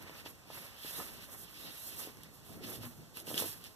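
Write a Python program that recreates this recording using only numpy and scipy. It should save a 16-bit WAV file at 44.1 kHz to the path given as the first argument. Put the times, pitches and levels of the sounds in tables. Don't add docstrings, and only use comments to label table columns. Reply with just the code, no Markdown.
import sys
import numpy as np
from scipy import signal
from scipy.fft import rfft, irfft
from scipy.io import wavfile
from scipy.ndimage import uniform_filter1d

SR = 44100
rng = np.random.default_rng(int(sys.argv[2]) if len(sys.argv) > 2 else 0)


def wav_out(sig):
    wavfile.write(sys.argv[1], SR, np.round(np.clip(np.atleast_2d(sig).T, -1, 1) * 32767).astype(np.int16))


N = 165375

# frequency in Hz, relative level in dB.
AIR_SPECTRUM = [(25, -47), (38, 3), (55, 7.5), (110, -2.5), (300, -10), (1000, -10.5), (3000, -20.5),
                (8000, -17), (13000, -31), (16000, -42)]
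AIR_DB = -59.5
ROOM_T60_S, ROOM_DB = 0.12, -6

# time in seconds, level in dB.
DRUM_LEVEL = [(2.47, -88), (2.5, -68), (2.61, -56.5), (2.7, -78), (2.79, -57), (2.86, -50.5), (2.92, -64),
              (2.97, -83)]
# frequency in Hz, width of one resonance in Hz, relative level in dB.
DRUM_TONES = [(110, 42, 1), (238, 19, 0)]

# time in seconds, rumble level in dB before a small trim,
# scuff over the rumble in dB before a small trim, rumble pitch in Hz.
FLEX = [(0.0, -58.5, 3, 170), (0.12, -58.5, 2.5, 219), (0.21, -63.5, 4.5, 154), (0.25, -54, -6, 252),
        (0.42, -68.5, -4, 165), (0.49, -58, -5.5, 265), (0.58, -58.5, 9, 180), (0.64, -61.5, 5, 225),
        (0.79, -67.5, 6, 190), (0.85, -64, -8, 365), (0.93, -63, 12.5, 198), (1.0, -43.5, -6.5, 317),
        (1.04, -57, 0, 237), (1.19, -57, -5.5, 260), (1.26, -65, -2, 167), (1.29, -57.5, 2.5, 266),
        (1.41, -59, -9, 181), (1.47, -64, -0.5, 172), (1.59, -60.5, -8, 284), (1.66, -52.5, 4.5, 265),
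        (1.73, -62.5, 2, 259), (1.82, -67, 3, 170), (1.88, -57.5, -10, 309), (1.95, -58, -3, 224),
        (2.07, -53.5, -1, 306), (2.12, -59, -1, 179), (2.45, -63.5, -10.5, 167), (2.5, -51.5, -16.5, 200),
        (2.59, -52, -11.5, 195), (2.73, -46.5, -9, 290), (2.79, -53.5, -14, 160), (2.85, -55.5, 6.5, 196),
        (2.89, -59.5, -7, 187), (2.96, -61.5, -7, 154), (3.0, -53, -13, 158), (3.05, -60.5, -15, 195),
        (3.14, -63, -9, 196), (3.2, -59, 0.5, 346), (3.32, -48, -28, 290), (3.45, -44.5, -13, 328),
        (3.51, -58.5, -2, 190), (3.75, -63.5, -11, 205)]
# frequency in Hz, relative level in dB.
RUMBLE_SPECTRUM = [(30, -25), (60, -8), (100, 1), (500, -4.5), (800, -4), (1500, -51)]
# frequency in Hz, relative level in dB.
SCUFF_SPECTRUM = [(300, -12), (550, 2.5), (800, -3), (1100, 2), (1600, -1), (2200, 5), (3500, -20.5)]
RUMBLE_WIDTH_HZ = 490

# start in seconds, level in dB before a common scale, contact time in ms.
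KNOCKS = [(0.096, -37.5, 1), (0.2608, -34, 0.75), (0.5022, -34, 0.79), (0.8471, -35, 1.32),
          (1.0002, -31.5, 0.45), (1.6477, -41, 1.2), (2.0726, -35, 1.27), (2.4953, -45, 0.54),
          (2.647, -36, 1.9), (2.8337, -37.5, 0.43), (2.839, -40.5, 1.6), (2.982, -43.5, 2.9),
          (3.1714, -42.5, 1), (3.277, -32, 1.2), (3.3035, -33.5, 0.85), (3.3134, -28.5, 0.91),
          (3.3427, -30.5, 1.2), (3.4223, -25.5, 0.95), (3.4404, -30.5, 1.03)]
# frequency in Hz, level in dB before a weight that grows with
# frequency, time to fall 60 dB in seconds.
BOARD_MODES = [(156, -5, 0.23), (343, -16, 0.047), (572, -27, 0.028), (1048, -22, 0.14), (1295, -18, 0.065),
               (1735, -21.5, 0.091)]
KNOCK_LOW_CUT_HZ = 163

# start in seconds, level in dB, pitch in Hz, tick over the ring in dB.
SNAPS = [(.0250, -45, 3930, 10), (.0955, -41.5, 3130, -6.5), (0.2606, -43, 2770, -9),
         (2.171, -57, 3500, 15), (2.2344, -45, 3550, 9), (2.6400, -37, 3200, -2), (2.8333, -42, 3260, 1),
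         (3.1712, -32.5, 2740, 1.5), (3.2011, -44.5, 3060, 10), (3.2701, -37, 2950, 2),
         (3.3428, -27, 3200, -4), (3.3784, -20, 3050, 2.5), (3.3918, -28, 3480, -1), (3.4012, -31, 3450, 9),
         (3.6408, -39, 4530, 7.5), (3.6478, -43.5, 3300, 8.5), (3.6664, -46, 5550, 5.5),
         (3.6716, -52, 5560, 7)]
SNAP_T60_S, TICK_T60_S = 0.0069, 0.004

CRACKS_PER_S, CRACK_DB, CRACK_SPREAD_DB, CRACK_T60_S = 220, 3, 3, 0.0042

# time in seconds, pitch in Hz, level in dB.
SQUEAK = [(.6, 2400, -70), (.7, 2780, -70), (.79, 3200, -60.5), (.9, 3320, -60), (.97, 3930, -51),
          (1.04, 4260, -77), (1.5, 3100, -69), (1.57, 3300, -68), (1.65, 3920, -54.5), (1.77, 3700, -62),
          (1.88, 4270, -61), (1.95, 4330, -78)]
SQUEAK_WIDTH_HZ = 350

# time in seconds, fizz level in dB before a trim,
# rub over the fizz in dB before a trim.
SLIDE = [(0.0, -67.5, 5), (0.03, -62.5, 4.5), (0.05, -70.5, 6), (0.19, -60, 3.5), (0.24, -66, -5),
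         (0.26, -60.5, 9), (0.29, -56.5, -1), (0.34, -69, 1), (0.45, -74, 3), (0.56, -53.5, -1),
         (0.65, -58, -1.5), (0.74, -67, 1.5), (0.83, -56, 6.5), (0.87, -50.5, -2), (0.92, -50.5, -2),
         (0.99, -46.5, -6), (1.09, -56.5, 0), (1.21, -63.5, 3.5), (1.24, -55.5, -0.5), (1.28, -64.5, 1),
         (1.33, -51, -11), (1.36, -58.5, -6), (1.4, -53, -12), (1.44, -54, -11), (1.46, -66, 5),
         (1.62, -55.5, -2.5), (1.68, -59, 0), (1.89, -49, -11), (1.96, -56, -1), (1.995, -46, -5.5),
         (2.14, -65.5, 1), (2.26, -70, 7), (2.31, -73, -3), (2.35, -62.5, -6.5), (2.42, -72, 2),
         (2.46, -62.5, -6.5), (2.53, -60, -1.5), (2.61, -70, -1), (2.64, -56, 4.5), (2.67, -57.5, 7),
         (2.7, -50, -4.5), (2.76, -52, 0), (2.8, -65, 0), (2.822, -58.5, -1), (2.845, -56, 0),
         (2.87, -57, -4.5), (2.92, -64.5, -3), (3.13, -72.5, 0), (3.16, -55.5, -3.5), (3.2, -53, -5.5),
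         (3.24, -69.5, 3), (3.29, -48, -2.5), (3.33, -51, -1.5), (3.371, -47.5, 1), (3.382, -41, 4.5),
         (3.41, -41, -2.5), (3.44, -45.5, -1.5), (3.5, -46.5, -10.5), (3.535, -51.5, -0.5),
         (3.55, -58.5, -2), (3.63, -65, 3), (3.66, -63.5, 4), (3.75, -68, -5)]
# frequency in Hz, relative level in dB.
FIZZ_SPECTRUM = [(3000, -13.5), (6000, -7.5), (8000, -5), (10000, -3.5), (11500, 1.5), (13000, 2.5),
                 (14300, -1.5), (16000, -13)]
# frequency in Hz, relative level in dB.
RUB_SPECTRUM = [(1200, -12), (2000, 0), (2800, 3), (3400, 2), (4200, 0.5), (5200, 1), (6000, -7.5),
                (8000, -14.5), (11000, -32)]

# frequency in Hz, likeness (limited to -1..1).
STEREO_LIKENESS = [(60, -0.6), (130, 0.17), (250, 0.12), (500, 0.55), (1100, 1), (1750, 0.14), (2100, 1),
                   (2520, 0.98), (2850, -0.82), (3400, 1), (4050, -0.35), (4450, 0.87), (5000, 0.89),
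                   (5400, -0.44), (5900, 1), (6500, 0.12), (7150, 0.53), (7800, 0.16), (14000, 0.52)]
# frequency in Hz, left over right in dB.
FAR_LEVEL = [(60, -2.5), (380, -1), (950, 0), (2300, -2), (3400, -2), (6000, -3), (10000, -4.5),
             (15000, -8)]
# frequency in Hz, lead of the left in radians (negative is later).
STEREO_PHASE = [(0, 0), (1350, -.1), (2080, -3.1), (2550, -3.2), (3150, -6.2), (3700, -6.4), (4400, -9.3),
                (5000, -9.6), (5700, -12.5), (6200, -12.7), (6900, -15.5), (7400, -15.9), (8400, -18.9),
                (14400, -34.5)]
LOW_CUT_HZ, TOP_EDGE_HZ = 38, 14260


def amp(db):
    return 10 ** (np.asarray(db) / 20)


def evened(x):
    return x / np.sqrt(np.mean(x ** 2) + 1e-20)


def read(points, hz):
    f, value = np.transpose(points)
    return np.interp(np.log(hz + 1), np.log(f + 1), value)


def curve(table, axis):
    rows = np.array(table, float)
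    return np.interp(np.arange(N) / SR, rows[:, 0], rows[:, axis])


def add(mix, start_s, sound):
    part = mix[round(start_s * SR):][:len(sound)]
    part += sound[:len(part)]


def lumps(lump_s):
    size = max(int(lump_s * SR), 2)
    once = uniform_filter1d(rng.standard_normal(N), size)
    return evened(uniform_filter1d(once, size))


def slips(level_db, colour, grain_db, lump_db, lump_s):
    noise = rng.standard_normal((2, N))
    unevenness_db = grain_db * lumps(0.00042) + lump_db * lumps(lump_s)
    drive = noise * amp(unevenness_db)
    hz = np.fft.rfftfreq(N, 1 / SR)
    coloured = irfft(rfft(drive) * amp(read(colour, hz)), N)
    return amp(level_db) * evened(coloured)


def resonate(x, hz, width_hz):
    turn = np.exp(2j * np.pi * np.cumsum(hz) / SR)
    r = np.exp(-np.pi * width_hz / SR)
    return (turn * signal.lfilter([1 - r], [1, -r], x / turn)).real


def resonate_twice(x, hz, width_hz):
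    return evened(resonate(resonate(x, hz, width_hz), hz, width_hz))


def air():
    return slips(AIR_DB, AIR_SPECTRUM, grain_db=0.1, lump_db=0.47, lump_s=0.015)


def room(x):
    t = np.arange(8000) / SR
    fade = amp(-60 * t / ROOM_T60_S) * (t > 0.002)
    tail = rng.standard_normal((2, len(t))) * fade
    tail /= np.linalg.norm(tail[0])
    return amp(ROOM_DB) * signal.fftconvolve(x[None], tail, axes=1)[:, :N]


def drum():
    shake = rng.standard_normal((2, N))
    tones = np.zeros((2, N))
    for hz, width_hz, db in DRUM_TONES:
        tones += amp(db) * resonate_twice(shake, np.full(N, hz), width_hz)
    return amp(curve(DRUM_LEVEL, axis=1)) * tones


def flexing_board():
    rumble_db = curve(FLEX, axis=1)
    scuff_db = rumble_db + curve(FLEX, axis=2) + 0.09
    slipping = slips(0, RUMBLE_SPECTRUM, grain_db=1.8, lump_db=0.88, lump_s=0.037)
    rumble = resonate_twice(slipping, curve(FLEX, axis=3), RUMBLE_WIDTH_HZ)
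    scuff = slips(scuff_db, SCUFF_SPECTRUM, grain_db=1.6, lump_db=3.0, lump_s=0.023)
    return amp(rumble_db + 0.5) * rumble + scuff


def knocks():
    pushes, t = np.zeros(N), np.arange(6000) / SR
    for start_s, db, contact_ms in KNOCKS:
        u = t[:800] * 1000 / contact_ms
        swing = np.sin(np.pi * np.minimum(u, 3))
        push = swing * np.minimum(2 * u, 1) * np.exp(-0.6 * u)
        add(pushes, start_s, amp(db) * push * 0.77)
    ring = np.zeros(len(t))
    for hz, db, t60_s in BOARD_MODES:
        ring += amp(db - 60 * t / t60_s) * np.sin(2 * np.pi * hz * t) * hz / 5000
    struck = pushes + signal.oaconvolve(pushes, ring)[:N]
    low_cut = signal.butter(2, KNOCK_LOW_CUT_HZ, "high", fs=SR, output="sos")
    return signal.sosfilt(low_cut, struck)


def snaps():
    out, t = np.zeros(N), np.arange(2000) / SR
    ticks = np.diff(rng.standard_normal((len(SNAPS), len(t) + 1)))
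    for (start_s, db, hz, tick_db), tick in zip(SNAPS, ticks):
        ring = np.sin(2 * np.pi * hz * t) + 0.5 * np.sin(2 * np.pi * 1.63 * hz * t)
        fading_ring = ring * amp(-60 * t / SNAP_T60_S)
        fading_tick = tick * amp(tick_db - 60 * t / TICK_T60_S)
        add(out, start_s, amp(db) * (fading_ring + fading_tick))
    return out


def crackle(rub_db):
    extra_db = CRACK_SPREAD_DB * np.minimum(rng.exponential(1, N), 4)
    happens = rng.random(N) < CRACKS_PER_S / SR
    size = amp(rub_db + CRACK_DB + extra_db) * happens
    pitch_choice, t = rng.integers(0, 8, N), np.arange(400) / SR
    out = np.zeros(N)
    for k, hz in enumerate(np.geomspace(1200, 6000, num=8)):
        ring = np.sin(2 * np.pi * hz * t) * amp(-60 * t / CRACK_T60_S)
        out += signal.oaconvolve(size * (pitch_choice == k), ring)[:N]
    return out


def squeak():
    noise = rng.standard_normal((2, N))
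    tone = resonate_twice(noise, curve(SQUEAK, axis=1), SQUEAK_WIDTH_HZ)
    return amp(curve(SQUEAK, axis=2)) * tone


def sliding_paper(fizz_db, rub_db):
    fizz = slips(fizz_db + 6.5, FIZZ_SPECTRUM, grain_db=0.98, lump_db=1.0, lump_s=0.01)
    rub = slips(rub_db + 3.5, RUB_SPECTRUM, grain_db=0.72, lump_db=2.53, lump_s=0.033)
    return fizz + rub


def stereo(steady, struck):
    hz = np.fft.rfftfreq(N, 1 / SR)
    same = np.clip(read(STEREO_LIKENESS, hz), -1, 1)
    late = np.exp(1j * np.interp(hz, *np.transpose(STEREO_PHASE)))
    shared, separate = rfft(steady)
    alike = late * (same * shared + rfft(struck))
    unlike = np.sqrt(1 - same ** 2) * separate
    left = amp(read(FAR_LEVEL, hz)) * (alike + unlike)
    return np.array([irfft(left, N), steady[0] + struck])


def scene():
    fizz_db = curve(SLIDE, axis=1)
    rub_db = fizz_db + curve(SLIDE, axis=2)
    paper = sliding_paper(fizz_db, rub_db)
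    board = flexing_board()
    struck = snaps() + knocks() + crackle(rub_db)
    steady = paper + board + drum() + squeak() + air() + room(struck)
    return stereo(steady, struck)


def record(dry):
    low_cut = signal.butter(3, LOW_CUT_HZ, "high", fs=SR, output="sos")
    dry = signal.sosfilt(low_cut, dry)
    treble_limit = signal.firwin(701, TOP_EDGE_HZ, window=("kaiser", 9), fs=SR)
    return signal.oaconvolve(dry, treble_limit[None], "same")


dry = scene()
out = record(dry)
wav_out(out)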